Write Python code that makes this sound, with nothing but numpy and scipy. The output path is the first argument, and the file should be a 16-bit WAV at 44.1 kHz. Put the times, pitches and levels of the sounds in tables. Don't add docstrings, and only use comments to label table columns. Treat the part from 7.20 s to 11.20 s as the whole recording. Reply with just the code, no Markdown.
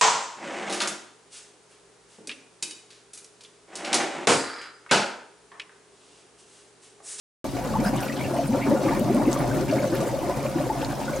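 import sys
import numpy as np
from scipy import signal
from scipy.fft import rfft, irfft, next_fast_len
from scipy.io import wavfile
from scipy.ndimage import uniform_filter1d, map_coordinates

SR = 44100
rng = np.random.default_rng(int(sys.argv[2]) if len(sys.argv) > 2 else 0)


def unload_audio(sound):
    columns = np.transpose(np.atleast_2d(sound))
    steps = np.round(np.clip(columns, -1, 1) * 32767)
    wavfile.write(sys.argv[1], SR, steps.astype(np.int16))


N = 176400

# frequency in Hz, relative level in dB.
RUMBLE_SPECTRUM = [(20, -25), (33, -9), (39, 0), (45, 18.5), (53, 1), (68, 9.5), (100, -7), (180, -35),
                   (400, -70)]
WASH_SPECTRUM = [(53, -40), (90, -6), (130, 11.5), (179, 1.5), (282, 0), (365, 9), (424, -9), (550, -13),
                 (883, -4), (1300, -10.5), (1480, -19), (3080, -22), (5060, -20.5), (9440, -28),
                 (15500, -36)]
# starting pitch in Hz, relative level in dB.
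HEAVE_SIZES = [(98, -4), (118, -1.5), (140, -0.5), (185, -1.5)]
GULP_SIZES = [(175, -14), (225, -0.5), (300, 5), (350, 2.5), (420, -15.5)]
GLUG_SIZES = [(460, 3.5), (540, 1.5), (660, -1.5), (800, 0), (1050, 0)]
PLIP_SIZES = [(1000, -6.5), (1350, -3.5), (2100, 2), (2900, -3)]
FIZZ_SIZES = [(2800, -8.5), (4500, 3.5), (7000, 1.5), (10000, 1.5), (13000, 0.5), (16000, -12)]
# time in seconds, relative level in dB.
HEAVE_FLOW = [(.26, -39), (.5, -30), (.62, -23.5), (.69, -34), (.78, -27), (.87, -40), (1.07, -27),
              (1.17, -38), (1.26, -31), (1.7, -34.5), (1.87, -26.5), (2.1, -34), (2.27, -27.5),
              (2.4, -28.5), (2.7, -32.5), (3.1, -37), (3.55, -31.5), (4, -39.5)]
GULP_FLOW = [(.26, -29), (.5, -28.5), (.6, -29.5), (.75, -28.5), (1.2, -26.5), (1.33, -34), (1.43, -25),
             (1.52, -20.5), (1.62, -26.5), (1.8, -25.5), (1.92, -25), (2.08, -21), (2.2, -27),
             (2.55, -25.5), (3.2, -32.5), (3.4, -27.5), (4, -31.5)]
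GLUG_FLOW = [(.26, -30.5), (.31, -42), (.38, -27), (.6, -28.5), (.7, -27), (.93, -33), (1.18, -26.5),
             (1.27, -35), (1.34, -25.5), (1.43, -33), (1.52, -25.5), (1.57, -28), (1.93, -27.5),
             (2.1, -27.5), (2.25, -26.5), (2.35, -29.5), (2.45, -29.5), (2.6, -26.5), (3.3, -31), (4, -29)]
PLIP_FLOW = [(.26, -50), (.33, -48.5), (.42, -40), (.5, -42.5), (.66, -43), (.72, -44.5), (.8, -37.5),
             (.9, -41.5), (1.28, -44.5), (1.5, -41.5), (2, -42.5), (2.15, -38.5), (2.42, -43.5),
             (2.8, -40.5), (3, -45.5), (3.4, -43), (4, -43)]
FIZZ_FLOW = [(.26, -44), (.5, -43), (.6, -45), (.67, -39), (.73, -49), (.8, -41.5), (1.1, -43.5),
             (1.4, -45), (1.7, -42), (2.08, -44.5), (2.13, -36), (2.2, -42.5), (2.85, -41.5), (3, -45),
             (4, -42.5)]
# start in seconds, relative peak level in dB, pitch in Hz.
LARGE_BUBBLES = [(0.248, -25, 845), (0.553, -12.5, 875), (0.574, -9, 209), (0.594, -11.5, 270),
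                 (0.656, -12.5, 194), (0.68, -23.5, 259), (1.136, -16, 668), (1.158, -15.5, 558),
                 (1.19, -10.5, 680), (1.288, -8.5, 225.7), (1.329, -9, 266), (1.343, -12, 546),
                 (1.374, -17, 538), (1.473, -9, 274), (1.51, -9, 558), (1.519, -7, 304.5),
                 (1.547, -17, 557), (1.608, -15, 591), (1.658, -9, 303), (1.709, -15.5, 910),
                 (1.765, -12.5, 349), (1.803, -12, 227), (1.812, -17, 569), (1.84, -14, 163),
                 (1.86, -10.5, 296), (1.895, -11.5, 234), (1.897, -8, 371), (1.937, -7.5, 235),
                 (1.944, -12.5, 574), (1.964, -6, 285), (1.996, -11, 277), (2.011, -15.5, 606),
                 (2.066, -18, 248), (2.072, -4, 310.5), (2.078, -11.5, 528), (2.16, -14.5, 564),
                 (2.239, -16.5, 709), (2.399, -11.5, 338), (2.496, -13, 285), (2.524, -9.5, 612),
                 (2.557, -12, 355), (2.598, -14, 563), (2.619, -18, 548), (2.638, -12, 574),
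                 (2.72, -9, 334), (2.802, -21, 546), (2.822, -14, 342), (2.869, -13.5, 532),
                 (2.935, -12.5, 555), (2.984, -18.5, 598), (3.029, -15, 348), (3.089, -13, 560),
                 (3.249, -14, 565), (3.351, -9.5, 318), (3.399, -14, 585), (3.43, -18.5, 332),
                 (3.465, -19, 518), (3.499, -9.5, 868), (3.627, -20, 873), (3.929, -15.5, 558)]
PLINKS = [(.538, -22.5, 1087), (.556, -27, 964), (.648, -32, 1500), (.662, -30, 4900), (.68, -29, 4930),
          (.897, -26.5, 1880), (.927, -31.5, 2530), (1.01, -24, 2184), (1.025, -34, 2300),
          (1.045, -28, 2610), (1.145, -33, 8900), (1.42, -26, 2090), (1.68, -24, 1142), (1.715, -21, 884),
          (2.115, -26, 7650), (2.16, -23, 1140), (2.19, -31, 10000), (2.31, -28, 1510), (2.512, -35, 4380),
          (2.585, -28.5, 2144), (3.092, -25.5, 962), (3.88, -24.5, 1430), (3.962, -27.5, 6520)]
SNAPS = [(1.795, -27.5, 8900), (1.796, -28, 13000), (1.947, -26.5, 9100), (2.13, -19, 6740),
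         (3.648, -25, 4380)]
# start in seconds, length in seconds, droplet level in dB,
# middle pitch in Hz, pitch scatter in octaves.
SHOWERS = [(0.64, .012, -38.5, 9700, .15), (0.649, 0.033, -32.5, 1570, 0.13),
           (0.654, .04, -37, 5100, 0.044), (0.681, 0.019, -42, 10500, .15), (.76, 0.0084, -38.5, 8650, .25),
           (0.763, 0.033, -40.5, 3020, 0.16), (0.804, .008, -39, 9000, .15), (0.817, .035, -38, 12900, .1),
           (0.959, 0.055, -38, 3440, 0.14), (1.038, 0.011, -44, 2600, .08), (1.268, 0.015, -40, 9300, .07),
           (1.411, .04, -35, 2270, 0.05), (1.676, 0.061, -37, 1750, .13), (2.481, .02, -36.5, 2500, 0.072),
           (2.574, 0.027, -46, 2290, 0.088), (2.744, .012, -39.5, 12000, .13),
           (2.748, 0.035, -40.5, 2860, .2), (2.806, 0.012, -40.5, 7800, 0.14),
           (2.867, 0.027, -41, 7100, .13), (3.614, .01, -41, 2950, 0.11)]
# frequency in Hz, bandwidth in Hz, gain over the direct sound in dB.
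SHAFT_MODES = [(135, 7.9, 6.5), (218.5, 11, 5), (274.2, 3.8, 10), (538.7, 19, 9), (605.4, 53, 8.5),
               (706, 53, 10.5), (873, 18.6, 9), (1170, 85, 0), (1442, 86, 1.5)]
# frequency in Hz, time to fall by 60 dB in seconds.
WALL_T60 = [(200, 0.24), (1500, 0.23), (5000, 0.04), (14000, 0.066)]
# frequency in Hz, relative gain in dB.
ECHO_MID = [(100, -22.5), (600, -2.5), (1300, -0.5), (4000, 1), (14000, 2.5)]
ECHO_SIDE = [(125, -15.5), (300, -12.5), (700, -10.5), (1300, -3.5), (2400, -9.5), (5000, -3.5), (9000, 3),
             (14000, 5)]
# frequency in Hz, left minus right level in dB.
BALANCE = [(100, 0.7), (700, 1.8), (1400, 1.3), (3000, 0.1), (6000, 1), (9000, -3), (13000, 2)]


def amp(db):
    return 10 ** (np.asarray(db) / 20)


def unit(x):
    return x / np.sqrt(np.mean(x ** 2) + 1e-20)


def along(points, hz):
    f, values = np.transpose(points)
    return np.interp(np.log(hz + 1), np.log(f + 1), values)


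def flow(rows):
    return amp(np.interp(np.arange(N) / SR, *np.transpose(rows)))


def filtered(x, response):
    size = next_fast_len(N + SR // 2)
    return irfft(rfft(x, size) * response(np.fft.rfftfreq(size, 1 / SR)), size)[..., :N]


def even(x, window_s=0.12):
    power = np.mean(x ** 2, axis=0)
    for _ in range(2):
        power = uniform_filter1d(power, int(window_s * SR))
    return x / np.sqrt(np.abs(power) + 1e-12)


def wobble(knots_per_s, count):
    knots = rng.standard_normal((count, 1024))
    position = np.arange(N) * knots_per_s / SR
    return np.array([map_coordinates(k, [position], order=2, mode='wrap') for k in knots])


def ring(start_s, gain, hz, cycles, rise, onset):
    life_s = cycles / hz
    t = np.arange(int(min(life_s.max(), .25) * SR))[None] / SR
    age, turns = t / life_s[:, None], t * hz[:, None]
    envelope = np.exp(-np.log(1000) * age) * (1 - np.exp(-turns / onset))
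    envelope /= envelope.max(1, keepdims=True)
    wave = gain[:, None] * envelope * np.sin(2 * np.pi * turns * (1 + rise * age / 2))
    samples = np.abs(start_s * SR).astype(int)[:, None] + np.arange(t.size)
    return np.bincount(samples.ravel(), wave.ravel(), N)[:N]


def swarm(sizes, count, cycles, rise, onset, spread_db):
    when, pitch, size, life = rng.random((count, 4)).T
    low_hz, high_hz = sizes[0][0], sizes[-1][0]
    hz = low_hz * (high_hz / low_hz) ** pitch
    gain = amp(along(sizes, hz) - spread_db * np.log(size + .02))
    start_s = (np.arange(count) + 2 * when) / count * N / SR
    return ring(start_s, gain, hz, cycles * 2 ** (life - .5), rise, onset)


def shaft(x):
    return filtered(x, lambda f: 1 + sum(amp(db) * 1j * f * width / (hz * hz - f * f + 1j * f * width)
                                         for hz, width, db in SHAFT_MODES))


def walls(x, echo_db=0, places=5):
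    hz, t, noise = signal.stft(rng.standard_normal((2, places, SR // 5)), SR, nperseg=256)
    decay = amp(-60 * t / along(WALL_T60, hz)[:, None])
    tails = signal.istft(noise * decay / np.linalg.norm(decay, axis=1, keepdims=True), SR, nperseg=256)[1]
    tails /= np.linalg.norm(tails, axis=2, keepdims=True)
    shares = wobble(knots_per_s=45, count=places)
    shares /= np.linalg.norm(shares, axis=0)
    echo = signal.oaconvolve((x * shares)[None], tails, axes=2).sum(1)[:, :N]
    mid, side = filtered(amp(echo_db) * echo, lambda f: amp([along(ECHO_MID, f), along(ECHO_SIDE, f)]))
    return np.array([x + mid + side, x + mid - side])


def rumble():
    mid, side = filtered(rng.standard_normal((2, N)), lambda f: amp(along(RUMBLE_SPECTRUM, f)))
    side *= amp(3.5)
    return amp(-40.5) * unit(np.array([mid + side, mid - side]))


def wash():
    blur = filtered(rng.standard_normal(N), lambda f: amp(along(WASH_SPECTRUM, f)))
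    return amp(-36.5) * unit(walls(blur))


def gurgle():
    heaves = swarm(HEAVE_SIZES, count=200, cycles=14.8, rise=0.64, onset=1.1, spread_db=2.5)
    gulps = swarm(GULP_SIZES, count=400, cycles=15.0, rise=0.45, onset=0.74, spread_db=1.0)
    glugs = swarm(GLUG_SIZES, count=640, cycles=20.4, rise=0.39, onset=0.71, spread_db=1.5)
    layers = [(heaves, HEAVE_FLOW, -2), (gulps, GULP_FLOW, -3.5), (glugs, GLUG_FLOW, -3.3)]
    return sum(amp(db) * flow(curve) * even(walls(shaft(x))) for x, curve, db in layers)


def plips():
    bubbles = swarm(PLIP_SIZES, count=2000, cycles=15.7, rise=0.13, onset=0.59, spread_db=5.0)
    return flow(PLIP_FLOW) * even(walls(shaft(bubbles)))


def fizz():
    foam = swarm(FIZZ_SIZES, count=13000, cycles=3.9, rise=0.046, onset=0.15, spread_db=5.5)
    droplets = swarm(FIZZ_SIZES, count=2400, cycles=19, rise=.12, onset=0.59, spread_db=2.5)
    crackle = unit(foam) + amp(-13) * unit(droplets)
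    return amp(-1.6) * flow(FIZZ_FLOW) * even(walls(crackle, places=12))


def large_bubbles():
    start_s, db, hz = np.transpose(LARGE_BUBBLES)
    cycles = 24.3 * (hz / 400) ** .5
    rise = 0.65 * 400 / hz
    start_hz = hz / (1 + 0.1654 * rise)
    bloops = ring(start_s, amp(db), start_hz, cycles, rise[:, None], onset=3.5)
    return amp(-10.0) * walls(bloops + amp(-14.5) * shaft(bloops), echo_db=-10.5)


def pops():
    start_s, db, hz = np.transpose(PLINKS)
    plinks = ring(start_s, amp(db), hz, cycles=70, rise=.18, onset=3.5)
    start_s, db, hz = np.transpose(SNAPS)
    snaps = ring(start_s, amp(db), hz, cycles=15.0, rise=0.064, onset=0.19)
    return walls(amp(-2.5) * plinks + amp(4.5) * snaps, echo_db=-7.0)


def splashes(count=24, scatter_db=2, climb=1.05):
    pings = np.zeros(N)
    for start_s, length_s, db, middle_hz, scatter_octaves in SHOWERS:
        when, life = rng.random((2, count))
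        pitch, size = rng.standard_normal((2, count))
        progress = (np.arange(count) + when) / count
        octaves = scatter_octaves * (pitch + climb * (progress - .5))
        pings += ring(start_s + length_s * progress, amp(db + scatter_db * size), middle_hz * 2 ** octaves,
                      cycles=24 * 2 ** (life - .5), rise=0.051, onset=0.28)
    return walls(pings, echo_db=-4.0)


def scene():
    churn = amp(1.57 * wobble(knots_per_s=28, count=1))
    water = churn * (gurgle() + plips() + wash()) + fizz() + large_bubbles() + pops() + splashes()
    highpass = signal.butter(4, 82, 'high', fs=SR, output='sos')
    water = signal.sosfilt(highpass, water)
    return filtered(water, lambda f: amp(np.outer([.5, -.5], along(BALANCE, f)))) + rumble()


def record(dry, start_s=.243, top_hz=15900):
    lowpass = signal.ellip(12, .1, 90, top_hz, fs=SR, output='sos')
    return signal.sosfilt(lowpass, dry * (np.arange(N) / SR > start_s))


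dry = scene()
out = record(dry)
unload_audio(out)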